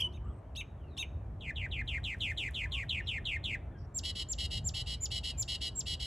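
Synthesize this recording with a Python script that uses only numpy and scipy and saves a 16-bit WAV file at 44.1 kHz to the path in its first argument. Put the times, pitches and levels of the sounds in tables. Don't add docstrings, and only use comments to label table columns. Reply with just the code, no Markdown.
import sys
import numpy as np
from scipy import signal
from scipy.fft import rfft, irfft, next_fast_len
from scipy.io import wavfile
from scipy.ndimage import uniform_filter1d

SR = 44100
rng = np.random.default_rng(int(sys.argv[2]) if len(sys.argv) > 2 else 0)


def master_out(mix):
    frames = np.transpose(np.atleast_2d(mix))
    ceiling = np.clip(frames, -1, 1)
    pcm = np.round(ceiling * 32767).astype(np.int16)
    wavfile.write(sys.argv[1], SR, pcm)


N = 267228


def amp(db):
    return 10 ** (np.asarray(db) / 20)


def read(points, hz):
    f, value = np.transpose(points)
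    return np.interp(np.log(hz + 1), np.log(f + 1), value)


def add(mix, s, sound):
    part = mix[round(s * SR):][:len(sound)]
    part += sound[:len(part)]


def wander(n, span):
    x = uniform_filter1d(uniform_filter1d(rng.standard_normal(n), span), span)
    return x / np.std(x)


def spread(shape, length):
    share, *columns = np.transpose(shape)
    u = np.linspace(0, 1, round(length * SR))
    return u, [uniform_filter1d(np.interp(u, share / share[-1], c), 60) for c in columns]


def voice(hz, tones, rough, breath_db, bright_db=0):
    # (f/Hz, gain/dB)
    beak = [(3000, 2.5), (4500, 1), (6000, -5.5), (7500, 5), (9500, -6), (12500, 4), (15000, 0.5)]
    phase = 2 * np.pi * np.cumsum(hz * (1 + rough * wander(len(hz), 33))) / SR
    out = np.zeros(len(hz))
    for k, db in tones:
        pitch = k * hz
        colour_db = (pitch > 4600) * bright_db + (k > 1) * read(beak, pitch)
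        out += np.sqrt(2) * amp(db + colour_db) * (pitch < 17000) * np.sin(k * phase)
    air = rng.standard_normal(len(hz)) * (1 + np.sin(phase))
    f = np.fft.rfftfreq(len(hz), 1 / SR)
    breath = irfft(rfft(air) * amp(read(beak, f)) * (f > 1800), len(hz))
    return out + amp(breath_db + bright_db) * breath


def glide(rows, tones, rough, flutter_db, breath_db):
    s, hz, db = np.transpose(rows)
    t = np.arange(s[0], s[-1], 1 / SR)
    hz, db = (uniform_filter1d(np.interp(t, s, c), 120) for c in (hz, db))
    fade_in = np.minimum((t + (s[0] <= 0) - s[0]) / .00062, 1)
    fade_out = np.minimum((s[-1] - t) / .0038, 1)
    gain = fade_in * fade_out * amp(db + flutter_db * wander(len(t), 300))
    return s[0], gain * voice(hz, tones, rough, breath_db)


def opening_whistle():
    # (t/s, f/Hz, level/dB)
    contour = [(0, 2740, -50), (.005, 3245, -32), (.012, 3290, -29.5), (.016, 2670, -52), (.022, 3040, -26),
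               (.029, 3214, -33), (.036, 2916, -32.5), (.05, 3043, -30.5), (.079, 2934, -42.5)]
    out = np.zeros(N)
    add(out, *glide(contour, [(1, -2), (2, -31.5), (3, -29)], rough=.004, flutter_db=1, breath_db=-35))
    return out


def town():
    # (f/Hz, relative density/dB)
    spectrum = [(13, -38), (22, -30), (40, -5.5), (71, 2.5), (130, -10.5), (190, -19), (230, -21.5),
                (468, -28), (522, -30.5), (615, -27), (1690, -44), (4640, -67.5), (5320, -65), (6260, -67),
                (15000, -70)]
    # (t/s, level/dB)
    swells = [(0, -42), (.56, -49), (1.16, -41), (4.37, -45), (4.57, -34), (4.9, -43.5), (6.06, -44)]
    # (f/Hz, coherence)
    coherence = [(100, .99999), (150, .999), (300, .93), (500, .76), (800, .66), (1200, .68), (2000, .97),
                 (4000, .97), (6000, .7), (15000, .7)]
    frames, hz = N // 512 + 5, np.fft.rfftfreq(2048, 1 / SR)
    a, b, c, d, patches = rng.standard_normal((frames, 1025, 5)).T
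    patches = uniform_filter1d(uniform_filter1d(patches, 14, 0), 8, 1)
    same, left = read(coherence, hz)[:, None], a + 1j * b
    spectra = np.array([left, same * left + np.sqrt(1 - same ** 2) * (c + 1j * d)])
    s, level_db = np.transpose(swells)
    low = 1 / (1 + (hz / 150) ** 2)
    swell_db = np.interp(np.arange(frames) * 512 / SR, s, level_db - level_db.mean())
    spectra *= amp(read(spectrum, hz)[:, None] + 1.1 * patches / patches.std() + low[:, None] * swell_db)
    out = signal.istft(spectra, nperseg=2048, noverlap=1536)[1][:, :N]
    return amp(level_db.mean() + 1.26) * out / out.std()


def rasp_and_hum():
    # (t/s, f/Hz, level/dB)
    rasp = [(0, 2180, -50.5), (.004, 2760, -51), (.009, 2990, -40.5), (.013, 2440, -46.5),
            (.024, 2240, -71.5)]
    hum = [(0, 365, -67), (.2, 360, -67), (.36, 360, -75)]
    out = np.zeros(N)
    tones = [(1, 3), (2, 0), (3, -13.5), (4, -1.5)]
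    add(out, *glide(rasp, tones, rough=.0082, flutter_db=1.5, breath_db=-15.5))
    add(out, *glide(hum, [(1, 0)], rough=.04, flutter_db=5, breath_db=-53))
    return out


def far_birds():
    # (start t/s, length/s, first f/Hz, middle f/Hz, last f/Hz, level/dB, jitter/Hz)
    calls = [(0, 0.091, 1020, 995, 990, -59.5, 30), (0.233, 0.084, 1100, 1278, 1160, -60.5, 69),
             (.24, 0.16, 7580, 8070, 8130, -81, 60), (.26, 0.097, 2513, 3200, 2140, -76.5, 110),
             (0.436, .09, 2588, 3156, 2272, -84, 110), (0.78, 0.16, 3550, 2770, 2470, -77, 111),
             (0.879, 0.13, 4300, 3720, 3430, -72.5, 110), (0.959, 0.081, 1084, 1038, 940, -61.5, 30),
             (1.173, .14, 2700, 2380, 2250, -82.5, 90), (2.621, 0.18, 900, 1038, 1120, -60.5, 30),
             (3.001, 0.081, 2860, 2795, 2700, -62, 110), (3.03, .08, 5470, 5250, 5300, -71, 262),
             (3.706, 0.087, 1798, 1670, 1567, -67.5, 40), (3.717, 0.11, 3450, 3200, 3110, -80.5, 80),
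             (3.772, 0.088, 5600, 5270, 5270, -73.5, 330), (4.955, 0.11, 2400, 2280, 2170, -69, 110),
             (5.32, 0.11, 2700, 2440, 2330, -64.5, 120)]
    out = np.zeros(N)
    u = np.linspace(0, 1, 12)
    ends = (2 * u - 1) ** 2
    for s, length, first, middle, last, db, jitter in calls:
        hz = first + (last - first) * u + (middle - (first + last) / 2) * (1 - ends)
        rows = np.transpose([s + length * u, hz, db - 6 * ends])
        add(out, *glide(rows, [(1, 0)], rough=jitter / middle, flutter_db=3.5, breath_db=-46))
    return out


def coupled_voices(length, db, factor):
    # (share of length, upper f/Hz, upper level/dB, lower f/Hz, lower level/dB)
    contour = [(0, 2530, -37, 2350, -48), (.07, 2880, -4.5, 2360, -22), (.19, 3554, -4.5, 2636, -21),
               (.3, 3760, -2, 2716, -12), (.52, 3759, -5.5, 2615, -6), (.66, 3560, -8.5, 2610, -8.5),
               (.72, 2633, 3, 2560, -31), (.85, 2610, -10.5, 2660, -36), (1, 2320, -30, 2600, -30)]
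    # (multiple of upper, multiple of lower, level/dB)
    sum_tones = [(1, 1, -14), (2, 0, -28), (1, 2, -30), (2, 1, -22.5), (2, 2, -17.5)]
    coupled_share, shake_hz, shakes_per_s = .68, 396, 100
    u, (high_hz, high_db, low_hz, low_db) = spread(contour, length)
    shake = (u > coupled_share) * np.sin(2 * np.pi * shakes_per_s * length * (u - coupled_share))
    high, low = (2 * np.pi * np.cumsum(factor * f * (1 + .011 * wander(len(u), 40))) / SR
                 for f in (high_hz - shake_hz * shake, low_hz))
    out = amp(high_db) * np.sin(high) + amp(low_db) * np.sin(low)
    coupling = np.clip(u / .11, 0, 1) * np.clip((coupled_share - u) / .0083, 0, 1)
    for m, n, sum_db in sum_tones:
        out += coupling * amp(sum_db + 1.1 * wander(len(u), 200)) * np.sin(m * high + n * low)
    out += amp(high_db - 23) * np.diff(rng.standard_normal(len(u) + 1))
    return amp(db) * np.sqrt(2) * out * signal.windows.tukey(len(u), .06)


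def two_voiced_notes():
    # (start t/s, length/s, level/dB, pitch factor)
    notes = [(0.124, 0.071, -61.5, 1.001), (0.557, 0.077, -40.5, 1.01), (0.974, 0.077, -36.5, 1.001)]
    # (t/s from the note's start, f/Hz, level/dB relative to the note)
    flick = [(-.006, 2900, -20), (-.001, 3700, -26), (.003, 4220, -11.5), (.006, 4400, -18)]
    out = np.zeros(N)
    for s, length, db, factor in notes:
        add(out, s, coupled_voices(length, db, factor))
        rows = np.array(flick) + (s, 0, db)
        add(out, *glide(rows, [(1, 7.5), (2, -12)], rough=.068, flutter_db=-.5, breath_db=-5))
    return out


def warbled(shape, tones, note, bright_db, rough, breath_db, second_db,
            warble_per_s=0, cusp=0, skew=0, crest_db=0, lag_s=.004):
    s, length, db, factor, swell_db = note
    u, (hz, level_db, depth) = spread(shape, length)
    cycles = warble_per_s * length * (1 + .101 * rng.uniform(-.964, 1))
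    phase = 2 * np.pi * (cycles * u + .0078 * wander(len(u), 450))
    swing = np.cos(phase) + cusp * np.cos(2 * phase) + skew * np.sin(2 * phase)
    hz = factor * hz * (1 + depth * swing + .003 * wander(len(u), 1500))
    gain = amp(db + level_db + swell_db * (u - .5) + crest_db * swing + 1.75 * wander(len(u), 150))
    gain *= signal.windows.tukey(len(u), .05)
    lag = round(lag_s * SR)
    first = np.pad(gain * voice(hz, tones, rough, breath_db, bright_db), (0, lag))
    second = np.pad(gain * voice(hz, tones, rough, breath_db, bright_db), (lag, 0))
    return s, first + amp(second_db) * second


def trills():
    # (share of length, f/Hz, level/dB, warble depth as a share of pitch)
    contour = [(0, 2676, -9, 0.00087), (.04, 4193, -38.5, .023), (.075, 3660, -9, 0.087),
               (.22, 3220, -4.5, 0.11), (.45, 2765, -7, .125), (.65, 2335, -5, 0.12), (.85, 2275, -3, .095),
               (.92, 1955, -4.5, 0.02), (1, 1540, -12.5, 0.034)]
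    # (harmonic number, level/dB)
    tones = [(1, 0), (2, -31.5), (3, -33), (4, -40), (5, -57), (6, -49)]
    # (start t/s, length/s, level/dB, pitch factor, swell/dB, brightness/dB)
    notes = [(1.399, .1165, -41.5, 0.98, 12.5, 3.5), (1.55, .12, -37, 0.97, 2.5, -0.5),
             (1.705, 0.12, -36.5, .97, 1, -2), (1.868, .12, -35, .97, -1, 3),
             (2.032, .12, -34.5, 0.9855, -5.5, 6), (2.196, 0.13, -32.5, .99, -6, 6),
             (2.365, .13, -34, 0.99, -7.5, 7.5), (2.535, .13, -34, 0.99, -3.5, 5.5),
             (2.71, .132, -34.5, 1.01, -5.5, 6), (2.884, .13, -33, 1.002, -8, 2),
             (3.062, .13, -34, 1, -4.5, 3.5), (3.244, 0.1314, -33, 1.006, -4, 3),
             (3.431, .13, -33.5, 1.02, -1.5, 4.5)]
    out = np.zeros(N)
    for *note, bright_db in notes:
        add(out, *warbled(contour, tones, note, bright_db, rough=.009, breath_db=-34, second_db=-12,
                          warble_per_s=106, cusp=.2, skew=.2, crest_db=-.5))
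    return out


def wings():
    peak_s, rise_s, fall_s, flaps_per_s = 2.5, .77, .65, 5.9
    t = np.arange(N) / SR
    flight_db = -75 - 10 * ((t - peak_s) / np.where(t < peak_s, rise_s, fall_s)) ** 2
    flap_db = 4 * np.cos(2 * np.pi * (flaps_per_s * t + .33 * wander(N, 6000)))
    flicker_db = 3 * wander(N, 300)
    rustle = signal.sosfilt(signal.butter(2, 4200, "high", fs=SR, output="sos"),
                            rng.standard_normal((2, N)))
    rustle[1] = 1.3 * rustle[0] + .5 * rustle[1]
    return amp(flight_db + flap_db + flicker_db) * rustle


def ticks():
    # (t/s, level/dB)
    bursts = [(2.346, -73.5), (2.5094, -55), (2.7891, -62)]
    t60 = .018
    out = np.zeros(N)
    for s, db in bursts:
        add(out, s, amp(db - 60 * np.arange(600) / SR / t60) * np.diff(rng.standard_normal(602), 2))
    return out


def high_whistles():
    # (share of length, f/Hz, level/dB, offset as a share of pitch)
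    contour = [(0, 7230, -30, .001), (.1, 7110, -10, .001), (.35, 7380, -4, .001), (.6, 7286, -2, 0.0011),
               (.71, 6940, -10, .001), (.8, 5130, -10, .001), (.89, 3290, -17, .001), (1, 2500, -40, .001)]
    # (start t/s, length/s, level/dB, pitch factor, octave level/dB)
    notes = [(3.942, 0.06, -36, 1.01, -13), (4.282, 0.063, -36.5, 1.003, -19), (4.64, 0.063, -36.5, 1, -15),
             (5.003, 0.069, -36, 1, -15), (5.373, .067, -34.5, .995, -10.5), (5.75, 0.072, -35, 1.024, -15)]
    swell_db = 17
    out = np.zeros(N)
    for *note, octave_db in notes:
        add(out, *warbled(contour, [(1, 0), (2, octave_db)], (*note, swell_db),
                          bright_db=4, rough=.0025, breath_db=-28, second_db=-26))
    return out


def buzzes():
    # (share of length, f/Hz, level/dB, warble depth as a share of pitch)
    contour = [(0, 922, -22, 0.057), (.06, 978, -11.5, 0.0835), (.14, 1037, -3.5, 0.078),
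               (.3, 1032, -3, 0.08), (.6, 1024, -4, .065), (.84, 1022, -4, 0.073), (.9, 969, -5.5, 0.03),
               (1, 987, -16, 0.0078)]
    # (harmonic number, level/dB)
    tones = [(2, -23.5), (3, -4), (4, -6.5), (5, -11.5), (6, -21.5), (7, -26.5), (8, -26.5), (9, -17.5),
             (10, -54.5), (11, -27), (12, -47), (13, -66), (14, -48), (15, -30)]
    # (start t/s, length/s, level/dB)
    notes = [(4.031, 0.087, -36.5), (4.148, 0.088, -37), (4.378, 0.091, -36), (4.502, 0.092, -37),
             (4.737, 0.092, -37), (4.859, 0.1, -38), (5.104, 0.092, -35.5), (5.231, 0.09, -35.5),
             (5.476, 0.092, -34.5), (5.605, 0.091, -36), (5.856, .1, -35.5), (5.993, 0.09, -36.5)]
    factor, swell_db = 1, 4
    out = np.zeros(N)
    for note in notes:
        add(out, *warbled(contour, tones, (*note, factor, swell_db),
                          bright_db=3.45, rough=.014, breath_db=-22, second_db=-14,
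                          warble_per_s=98, cusp=.2, skew=-.05, crest_db=-.05, lag_s=.0045))
    return out


def trees(x):
    # (t60/s, level/dB)
    tails = [(0.069, -11.5), (.45, -20)]
    # (delay t/s, level/dB)
    echoes = [(.0043, -20), (.0075, -17.5)]
    n, leaf_hz = SR // 2, 6000
    taps = np.zeros((2, n))
    at = np.arange(100, n - 20, 20) + rng.integers(0, 20, (2, (n - 101) // 20))
    np.put_along_axis(taps, at, rng.choice([-1., 1.], at.shape), 1)
    taps[1] = 1.05 * taps[0] + .15 * taps[1]
    decays = [amp(-60 * np.arange(n) / SR / t60) for t60, db in tails]
    taps *= sum(amp(db) * d / np.linalg.norm(d * taps[0]) for d, (t60, db) in zip(decays, tails))
    taps = signal.sosfilt(signal.butter(1, leaf_hz, fs=SR, output="sos"), taps)
    for s, db in echoes:
        taps[:, round(s * SR)] += amp(db)
    return signal.fftconvolve(x[None], taps, axes=1)[:, :N]


def scene():
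    near = two_voiced_notes() + trills() + buzzes() + high_whistles() + ticks()
    opening = opening_whistle()
    far = rasp_and_hum() + far_birds()
    echo = trees(near + amp(-3.5) * opening + amp(2.5) * far)
    return near + opening + amp(-2) * far + echo + wings() + town()


def record(dry):
    # (f/Hz, left minus right level/dB)
    balance = [(200, 0), (380, 1), (700, 2.8), (1290, 1.3), (1750, .9), (2300, 0)]
    # (f/Hz, phase/rad)
    lead = [(0, 0), (130, 0), (600, .25), (1100, 0), (3700, -.05), (4480, -.6), (4910, -1.8), (5250, -5),
            (5770, -6.3), (6720, -6.5), (7300, -6.8), (10000, -7.8), (11500, -8.6), (12000, -9.2),
            (15200, -9.27)]
    low_edge_hz, high_edge_hz = 44, 15720
    n = next_fast_len(N + 4096)
    hz = np.fft.rfftfreq(n, 1 / SR)
    side = np.array([[.5], [-.5]])
    lean = amp(side * read(balance, hz))
    turn = np.exp(1j * side * np.interp(hz, *np.transpose(lead)))
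    bass = 1 / np.sqrt(1 + (low_edge_hz / (hz + 1)) ** 8)
    ported = irfft(rfft(dry, n) * lean * turn * bass, n)[:, :N]
    lowpass = signal.firwin(511, high_edge_hz, window=("kaiser", 9), fs=SR)
    return signal.oaconvolve(ported, lowpass[None], "same")


dry = scene()
out = record(dry)
master_out(out)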